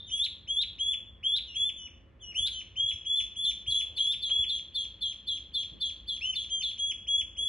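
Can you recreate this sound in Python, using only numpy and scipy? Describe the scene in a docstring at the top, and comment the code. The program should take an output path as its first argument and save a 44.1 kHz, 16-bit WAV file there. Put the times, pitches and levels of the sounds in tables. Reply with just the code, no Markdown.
"""A tiled living room, where two ducklings call to each other with the vibrating membranes of the syrinx.
One, on a rug, gives long arched peeps that sometimes crack into a squeak when overdriven. The other,
out on the tiles, answers with short falling peeps whose two voices beat and merge. Soft sagging
whimpers come in between. The room rings, rumbles and hums faintly, and the hand-held microphone
is bumped and brushed a few times."""
import sys
import numpy as np
from scipy import signal
from scipy.fft import rfft, irfft
from scipy.io import wavfile
from scipy.ndimage import uniform_filter1d

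SR = 44100
rng = np.random.default_rng(int(sys.argv[2]) if len(sys.argv) > 2 else 0)


def store_wav(level_fs):
    """Save 16-bit WAV to argv[1]."""
    pcm = np.round(np.clip(np.atleast_2d(level_fs), -1, 1) * 32767)
    wavfile.write(sys.argv[1], SR, pcm.T.astype(np.int16))


N = 329868
TIME = np.arange(N) / SR
FREQS = np.maximum(np.arange(N // 2 + 1) * SR / N, 1)
PADDED_FREQS = np.maximum(np.arange(N + 1) * SR / (2 * N), 1)


def from_db(db):
    """Decibels to gain."""
    return 10 ** (np.asarray(db) / 20)


def rms_one(x):
    """Scale to unit power."""
    return x / np.sqrt(np.mean(x ** 2) + 1e-20)


def at_hz(curve, hz):
    """Read a curve on a log-frequency axis."""
    points_hz, values = np.transpose(curve)
    return np.interp(np.log(hz), np.log(points_hz), values)


def span(start, end):
    """The samples between two times."""
    return slice(max(0, int(start * SR)), min(N, int(end * SR)))


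def band_noise(size, low_hz, high_hz):
    """Band-passed noise at unit power."""
    sos = signal.butter(2, [low_hz, min(high_hz, 20000)], "band", fs=SR, output="sos")
    preroll = 4000
    return rms_one(signal.sosfilt(sos, rng.standard_normal(size + preroll))[preroll:])


def tone(phase, db):
    """A sine of the given rms level."""
    return np.sqrt(2) * from_db(db) * np.sin(phase)


# The room's rumble. Each row: frequency in Hz, relative noise density in dB.
RUMBLE = [(22, -24), (35, -17), (52, 3), (75, -1.5), (100, -5), (140, -13.5), (195, -14), (300, -17.5),
          (450, -23), (540, -21.5), (750, -30), (1100, -27), (1700, -35.5), (3500, -83.5)]
# The hiss above it. Each row: frequency in Hz, relative noise density in dB.
HISS = [(900, -28.5), (1800, 2), (3000, -5), (4200, -18.5), (7000, -27.5), (11000, -38.5), (15000, -47)]
# How alike left and right are. Each row: frequency in Hz, coherence from 0 to 1.
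COHERENCE = [(40, 0.99), (120, 0.92), (300, .7), (600, 0.55), (1200, 0.35), (5000, 0.6)]

def room_tone(spectrum):
    """A steady stereo noise bed at unit power, nearly mono in the bass."""
    low_cut = np.minimum(FREQS / spectrum[0][0], 1) ** 2
    mid, side = rfft(rng.standard_normal((2, N))) * from_db(at_hz(spectrum, FREQS)) * low_cut
    alike = np.clip(at_hz(COHERENCE, FREQS), 0, 1)
    return rms_one(irfft(np.sqrt(1 + alike) * mid + np.sqrt(1 - alike) * side * [[1], [-1]], N))


# A faint hum in the room. Each row: frequency in Hz, level in dB.
HUM_TONES = [(54, -71.5), (196, -75.5), (240, -80), (300, -86.5), (344, -81), (538, -82.5)]

def hum(waver_db=2.0):
    """Low steady tones that waver slowly in level."""
    out = np.zeros(N)
    for hz, db in HUM_TONES:
        sway = np.interp(TIME, np.linspace(0, TIME[-1], num=30), rng.standard_normal(30))
        out += tone(2 * np.pi * (hz * TIME + rng.random()), db + waver_db * sway)
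    return out


# Soft knocks on the microphone. Each row: start in seconds, level in dB.
MIC_BUMPS = [(2.39, -40), (2.831, -44), (2.93, -46), (3.67, -41), (4.381, -42)]
# Brushes against it. Each row: peak time in seconds, half-width in seconds, band in Hz, level in dB.
MIC_RUSTLES = [(2.348, .15, 400, -66), (3.952, 0.12, 604, -64.5), (4.305, .012, 1100, -53.5),
               (4.368, 0.064, 705, -62.5), (5.748, 0.05, 233, -55.5), (7.422, .07, 450, -65)]

def handling(bump_t60=0.22):
    """The hand-held microphone thuds when bumped and rustles when brushed."""
    out = np.zeros((2, N))
    for start, db in MIC_BUMPS:
        where = span(start, start + .3)
        age = TIME[where] - start
        thud = from_db(db - 60 * age / bump_t60) * np.minimum(age / 0.015, 1)
        out[:, where] += thud * band_noise(len(age), 45, 100)
    for at, width, hz, db in MIC_RUSTLES:
        where = span(at - 3 * width, at + 3 * width)
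        swell = from_db(db) * np.exp(-((TIME[where] - at) / width) ** 2)
        out[:, where] += swell * np.array([band_noise(len(swell), hz / 2.4, hz * 1.4) for _ in range(2)])
    return out


# Phase between the microphone's ports. Each row: frequency in Hz, lead of the left in radians.
PORT_LEAD = [(100, 0), (2600, -.55), (3400, -.5), (4900, -.3), (5500, 2.0), (6700, 2.3), (7400, 3.2),
             (8400, 5.7), (10000, 6.8), (11000, 7.6), (12000, 9.2), (14000, 10.2)]
# Their balance. Each row: frequency in Hz, left over right in dB.
PORT_PAN = [(2000, 0.72), (3300, 0.99), (5000, 0.023), (12000, 0.039)]

def mic_ports(x):
    """Two ports hear one sound field with a difference in phase and level."""
    pan, lead = at_hz(PORT_PAN, PADDED_FREQS), at_hz(PORT_LEAD, PADDED_FREQS)
    left = from_db(pan / 2) * np.exp(.5j * lead)
    return irfft(rfft(x, 2 * N) * np.array([left, 1 / left]))[:, :N]


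# The room's ring. Each row: frequency in Hz, seconds to fall by 60 dB.
REVERB_TIMES = [(1000, 0.66), (3300, 0.44), (6500, 0.34), (10000, 0.25), (15000, .33)]

def reverb(x, predelay_s=0.0027):
    """Dense wall reflections; the treble dies first."""
    t = TIME[:SR * 3 // 4]
    fade_in = np.clip(t / predelay_s - 1, 0, 1)
    edges_hz = [500, 2000, 5000, 8000, 12000, 17000]
    response = np.zeros(len(t))
    for low, high in zip(edges_hz, edges_hz[1:]):
        decay = from_db(-60 * t / at_hz(REVERB_TIMES, np.sqrt(low * high))) * fade_in
        band_gain = np.sqrt(2 * (high - low) / SR / np.sum(decay ** 2))
        response += band_noise(len(t), low, high) * decay * band_gain
    return signal.fftconvolve(x, response)[:N]


# Bounces off nearby floor and furniture. Each row: delay in seconds, gain in dB.
EARLY_REFLECTIONS = [(.0031, -13.5), (.0074, -12.5), (0.0124, -10.5)]

def near_echoes(x):
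    """The direct sound with a few distinct early reflections."""
    return x + sum(from_db(db) * np.interp(TIME - delay, TIME, x, left=0)
                   for delay, db in EARLY_REFLECTIONS)


def opening_ring(db=-40, t60=1):
    """A narrow band of dying noise: a peep still hangs in the room as the scene opens."""
    return band_noise(N, 3474, 3673) * from_db(db - 60 * np.minimum(TIME / t60, 2))


# The colour given to the calls, with dips near 7.5 and 11 kHz. Each row: frequency in Hz, gain in dB.
CALL_COLOUR = [(1700, -14), (2300, 0.5), (3300, 0), (3800, -2), (4200, -4.5), (5000, 4), (6000, 5.5),
               (6800, 1), (7500, -9.5), (8400, -7), (10200, 3), (11200, -4.5), (13400, -1.5), (15500, -5.5)]

def colour_calls(x, fade_s=.004):
    """The calls are coloured, some pitches favoured and others swallowed; the very end fades out."""
    fade_out = np.sin(np.pi / 2 * np.minimum((TIME[-1] - TIME) / fade_s, 1)) ** 2
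    return irfft(rfft(x * fade_out, 2 * N) * from_db(at_hz(CALL_COLOUR, PADDED_FREQS)))[:N]


def envelope_db(t, full, fading, attack_s, release_s):
    """Attack until `full`, hold, release from `fading`; each rounded ramp covers 20 dB in its time."""
    attack = np.maximum(full - t, 0) / attack_s
    release = np.maximum(t - fading, 0) / release_s
    return -20 * attack ** 2 - 20 * release ** 2


def flutter(size, depth_db):
    """Quick random swings of level, in dB."""
    return depth_db * band_noise(size, 4.4, 140)


def tension(t, start, end, slack, tighten_s=.005, slacken_s=.0058):
    """Share of full pitch: the membrane tightens as a call starts and goes slack as it ends."""
    return 1 / (1 + slack * (np.exp((start - t) / tighten_s) + np.exp((t - end) / slacken_s)))


def membrane_phase(hz, jitter):
    """Phase of a membrane whose pitch trembles slightly."""
    return 2 * np.pi * np.cumsum(hz * (1 + jitter * band_noise(len(hz), 25, 300))) / SR


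# The whimpers. Each row: start in seconds, length in seconds, pitch near the bottom of the sag in Hz,
# relative levels of the fundamental and the 2nd harmonic in dB.
WHIMPER_CUES = [(0.064, 0.13, 2878, -43.5, -55.5), (1.465, 0.11, 2755, -41.5, -62),
                (1.762, 0.12, 2922, -40, -54.5), (2.211, 0.12, 2832, -41.5, -54),
                (2.508, 0.11, 3010, -35, -51)]

def whimpers(lift=.26, settle_s=.018, rise_per_s=.35, ease_db=2.5, pressure_power=2.1):
    """Quiet calls that sag, creep up and drop away, rich in overtones while the pressure lasts."""
    out = np.zeros(N)
    for start, length, pitch_hz, db, second_db in WHIMPER_CUES:
        where = span(start - .02, start + length + .01)
        age = TIME[where] - start
        bend = 1 + lift * np.exp(-np.maximum(age, 0) / settle_s) + rise_per_s * (age - length / 3)
        bend *= tension(age, -.02, length, slack=.55)
        gate_db = envelope_db(age, .028, length - .02, attack_s=.039, release_s=.028)
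        gate_db -= ease_db * np.clip(2 * age / length, 0, 1)
        phase = membrane_phase(pitch_hz * bend, jitter=.003)
        overtones = sum(tone(k * phase, second_db + trim_db + pressure_power * gate_db)
                        for k, trim_db in enumerate([0, -11, -24, -24], 2))
        out[where] += tone(phase, db + gate_db) + overtones
    return out


def clash(lower, upper):
    """While they disagree, the coupled membranes give sum tones, a rasp and a sizzle."""
    sum_tones = sum(tone(phase, db=-2) for phase in (lower + upper, 2 * upper, 2 * lower + upper))
    rasp = from_db(-3) * band_noise(len(lower), 6100, 10000)
    sizzle = from_db(-12) * band_noise(len(lower), 12800, 15500)
    return sum_tones + rasp + sizzle


# The duckling on the tiles. Each row: start in seconds, length in seconds, lower voice's pitch in Hz,
# relative level in dB, overtone trim in dB, split between the voices as a multiple of the usual one.
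FALLING_CUES = [ (2.885, 0.067, 3165, -39.5, -14, 0.74), (3.163, 0.073, 3150, -36.5, -12, 1),
                (3.442, .080, 3155, -26.5, -20.5, 0.93), (3.704, 0.11, 3250, -26, -21.5, 0.87),
                (3.967, 0.11, 3253, -26, -23, 0.87), (4.223, 0.1, 3286, -25.5, -25, 0.87),
                (4.489, 0.11, 3318, -24, -26.5, 0.76), (4.748, 0.11, 3314, -24.5, -26.5, 0.84),
                (5.015, 0.12, 3261, -25, -27, 0.83), (5.274, 0.11, 3278, -25, -27, 0.81),
                (5.542, 0.1, 3307, -23.5, -27.5, 0.83), (5.809, 0.1, 3297, -24, -27, 0.86),
                (6.08, 0.1, 3276, -26.5, -25.5, 0.93), (6.353, 0.099, 3333, -26, -25, 0.83),
                (6.627, .093, 3315, -24, -27.5, 0.84)]

def falling_peeps(lead_s=.027, lift=.075, settle_s=.026, sag_per_s=.25, usual_split=.33, merge_s=.023):
    """The two sides of the syrinx start at different pitches, beat and merge on the way down."""
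    out = np.zeros(N)
    for start, length, pitch_hz, db, overtones_db, split in FALLING_CUES:
        where = span(start - lead_s - .005, start + length + .008)
        age = TIME[where] - start
        crest = lift * np.exp(-((age - .009) / settle_s) ** 2)
        low_hz = pitch_hz * (1 + crest - sag_per_s * age) * tension(age, -lead_s, length, slack=.7)
        gap = split * usual_split * np.exp(-np.maximum(age, 0) / merge_s)
        lower = membrane_phase(low_hz, jitter=.005)
        upper = membrane_phase(low_hz * (1 + gap), jitter=.014)
        # a faint upward slide leads in; the lower voice carries the call, the upper one is brief
        lead_db = -28 + envelope_db(age, -.012, 0, attack_s=.017, release_s=.02)
        body_db = envelope_db(age, .016, .16 * length, attack_s=.02, release_s=.73 * length)
        low_db = np.maximum(lead_db, body_db)
        high_db = -3.5 + envelope_db(age, .014, .015, attack_s=.017, release_s=.016)
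        voices = tone(lower, low_db) + tone(upper, high_db)
        # the overtones bloom once the upper voice has gone
        bloom_db = -3 + envelope_db(age, .048, .54 * length, attack_s=.022, release_s=.61 * length)
        rich_db = np.maximum(low_db - 12, bloom_db)
        harmonics = sum(tone(k * lower, rich_db + trim_db + flutter(len(age), depth_db=3))
                        for k, trim_db in enumerate([0, -9, -16], 2))
        grit = clash(lower, upper) * from_db(.75 * high_db)
        gate_db = envelope_db(age, -lead_s, length - .01, attack_s=.01, release_s=.018)
        out[where] += from_db(db + gate_db) * (voices + from_db(overtones_db) * (harmonics + grit))
    return out


# Squeaks atop arched peeps. Each row: time in seconds, pitch leap in Hz, relative rasp level in dB.
CRACK_CUES = [(0.247, 492, -33.5), (0.621, 411, -36), (1.369, 476, -32.5), (2.474, 772, -31),
              (4.126, 148.3, -34)]

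def voice_cracks(t, start, end, width_s=.0049):
    """Overdriven, the membrane leaps in pitch and rattles; gives one peep's leap in Hz and its rasp."""
    leap, rasp = np.zeros((2, len(t)))
    for at, leap_hz, rasp_db in CRACK_CUES:
        if start < at < end:
            burst = np.exp(-.5 * ((t - at) / width_s) ** 2)
            leap += burst * leap_hz * (1 + band_noise(len(t), 140, 1000))
            rattle = band_noise(len(t), 3300, 4110)
            rattle += from_db(-17.5) * band_noise(len(t), 7500, 11000)
            rattle += from_db(-13.5) * band_noise(len(t), 1500, 1600)
            rasp += burst * from_db(rasp_db) * rattle
    return leap, rasp


# The duckling on the rug. Each row: start and end in seconds, held pitch in Hz, scoop from below in Hz,
# final climb in Hz, relative level in dB, growth over the peep in dB, relative levels of the 2nd and
# 3rd harmonics in dB.
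ARCHED_CUES = [(.098, 0.266, 3350, 300, 342.5, -23.5, 8.5, -48, -55),
               (0.471, 0.638, 3350, 231, 383.5, -22.5, 8, -51.5, -60),
               (0.783, 0.942, 3360, 198.5, 128.5, -22.5, 3.5, -51, -58.5),
               (1.228, 1.39, 3373, 329.5, 340, -21.5, 0.5, -57, -60),
               (1.542, 1.7, 3395, 216, 152, -24, 3.5, -51, -59),
               (2.341, 2.485, 3362, 678.5, 216, -23.5, 2.5, -47.5, -50.5),
               (2.755, 2.918, 3295, 243.5, 110, -24, 2, -53.5, -65.5),
               (3.047, 3.208, 3411, 204.5, 105, -23.5, 6, -53.5, -63.5),
               (3.352, 3.515, 3464, 217.5, 120, -26, 5.5, -53, -57),
               (3.661, 3.816, 3368, 118, 101, -22.5, -1, -51.5, -54),
               (3.975, 4.142, 3365, 230, 198.5, -22.5, 0, -53, -56),
               (4.294, 4.447, 3370, 150, 71.5, -20.5, -4.5, -54, -62.5),
               (6.204, 6.346, 3076, 599.5, 31, -27.5, -3, -52, -60),
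               (6.491, 6.627, 3230, 0, -56, -28, 0.5, -47.5, -58.5),
               (6.775, 6.922, 3319, 82.5, 51, -24.5, 5.5, -46, -55.5),
               (7.068, 7.22, 3332, 61.5, 75, -22, -1.5, -47, -56.5),
               (7.365, 7.516, 3380, 217, 45, -23.5, 7, -49.5, -52.5)]

def arched_peeps(scoop_s=.06, sag_hz=30.6, opening_db=4, opening_s=.048, tire_db=3):
    """Pitch scoops up, holds with a slight sag, climbs under a last push and dives as pressure goes."""
    out = np.zeros(N)
    for start, end, pitch_hz, scoop_hz, climb_hz, db, growth_db, second_db, third_db in ARCHED_CUES:
        where = span(start - .006, end + .01)
        t = TIME[where]
        age = t - start
        progress = age / (end - start)
        scoop = np.maximum(1 - age / scoop_s, 0)
        sag = np.exp(-((progress - .55) / .13) ** 2)
        push = np.clip((progress - .5) / .35, 0, 1) ** 1.3
        hz = pitch_hz - scoop_hz * scoop - sag_hz * sag + climb_hz * push
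        hz *= tension(t, start, end, slack=.5, tighten_s=.00446, slacken_s=.00522)
        leap_hz, rasp = voice_cracks(t, start, end)
        hz = uniform_filter1d(hz + leap_hz, int(.004 * SR), mode="nearest")  # muscles round every corner
        phase = membrane_phase(hz, jitter=.0012)
        gate_db = envelope_db(t, start + .025, end - .014, attack_s=.022, release_s=.016)
        overtones = sum(tone(k * phase, gate_db + harmonic_db + flutter(len(t), depth_db=1.5))
                        for k, harmonic_db in enumerate([second_db, third_db, third_db - 10], 2))
        # the fundamental swells as the bill opens and thins under the last push
        bill_closed = np.clip(2 * (1 - age / opening_s), 0, 1)
        body_db = db + growth_db * (progress - .5) - opening_db * bill_closed - tire_db * push ** 2
        # the slackening membrane scratches for a moment
        slackening = np.exp(-((t - end + .014) / .0095) ** 2)
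        scratch = from_db(third_db - 5) * slackening * band_noise(len(t), 7400, 15000)
        out[where] += tone(phase, gate_db + body_db) + overtones + rasp + scratch
    return out


# Reverb send for the rug duckling as the microphone turns away. Each row: time in seconds, send in dB.
RUG_SEND = [(0, -6), (2.2, -5.5), (3.0, -2.5), (7.4, -7)]

def scene(tile_send_db=-3, calls_db=-4.5, width_db=-23, rumble_db=-56, hiss_db=-75):
    """Both callers in the ringing room, over its rumble, hiss and hum and the handling noise."""
    rug = colour_calls(arched_peeps())
    tiles = colour_calls(falling_peeps() + whimpers())
    rug_send_db = np.interp(TIME, *np.transpose(RUG_SEND))
    send = rug * from_db(rug_send_db) + tiles * from_db(tile_send_db)
    calls = from_db(calls_db) * mic_ports(near_echoes(rug) + tiles + reverb(send) + opening_ring())
    # a little of the room's ring differs between the sides
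    width = from_db(width_db) * reverb(send) * [[1], [-1]]
    bed = from_db(rumble_db) * room_tone(RUMBLE) + from_db(hiss_db) * room_tone(HISS)
    return calls + width + bed + handling() + hum()


def record(dry, cutoff_hz=15650):
    """A steep low-pass takes off the very top."""
    return signal.sosfilt(signal.ellip(10, .2, 80, cutoff_hz, fs=SR, output="sos"), dry)


dry = scene()
out = record(dry)
store_wav(out)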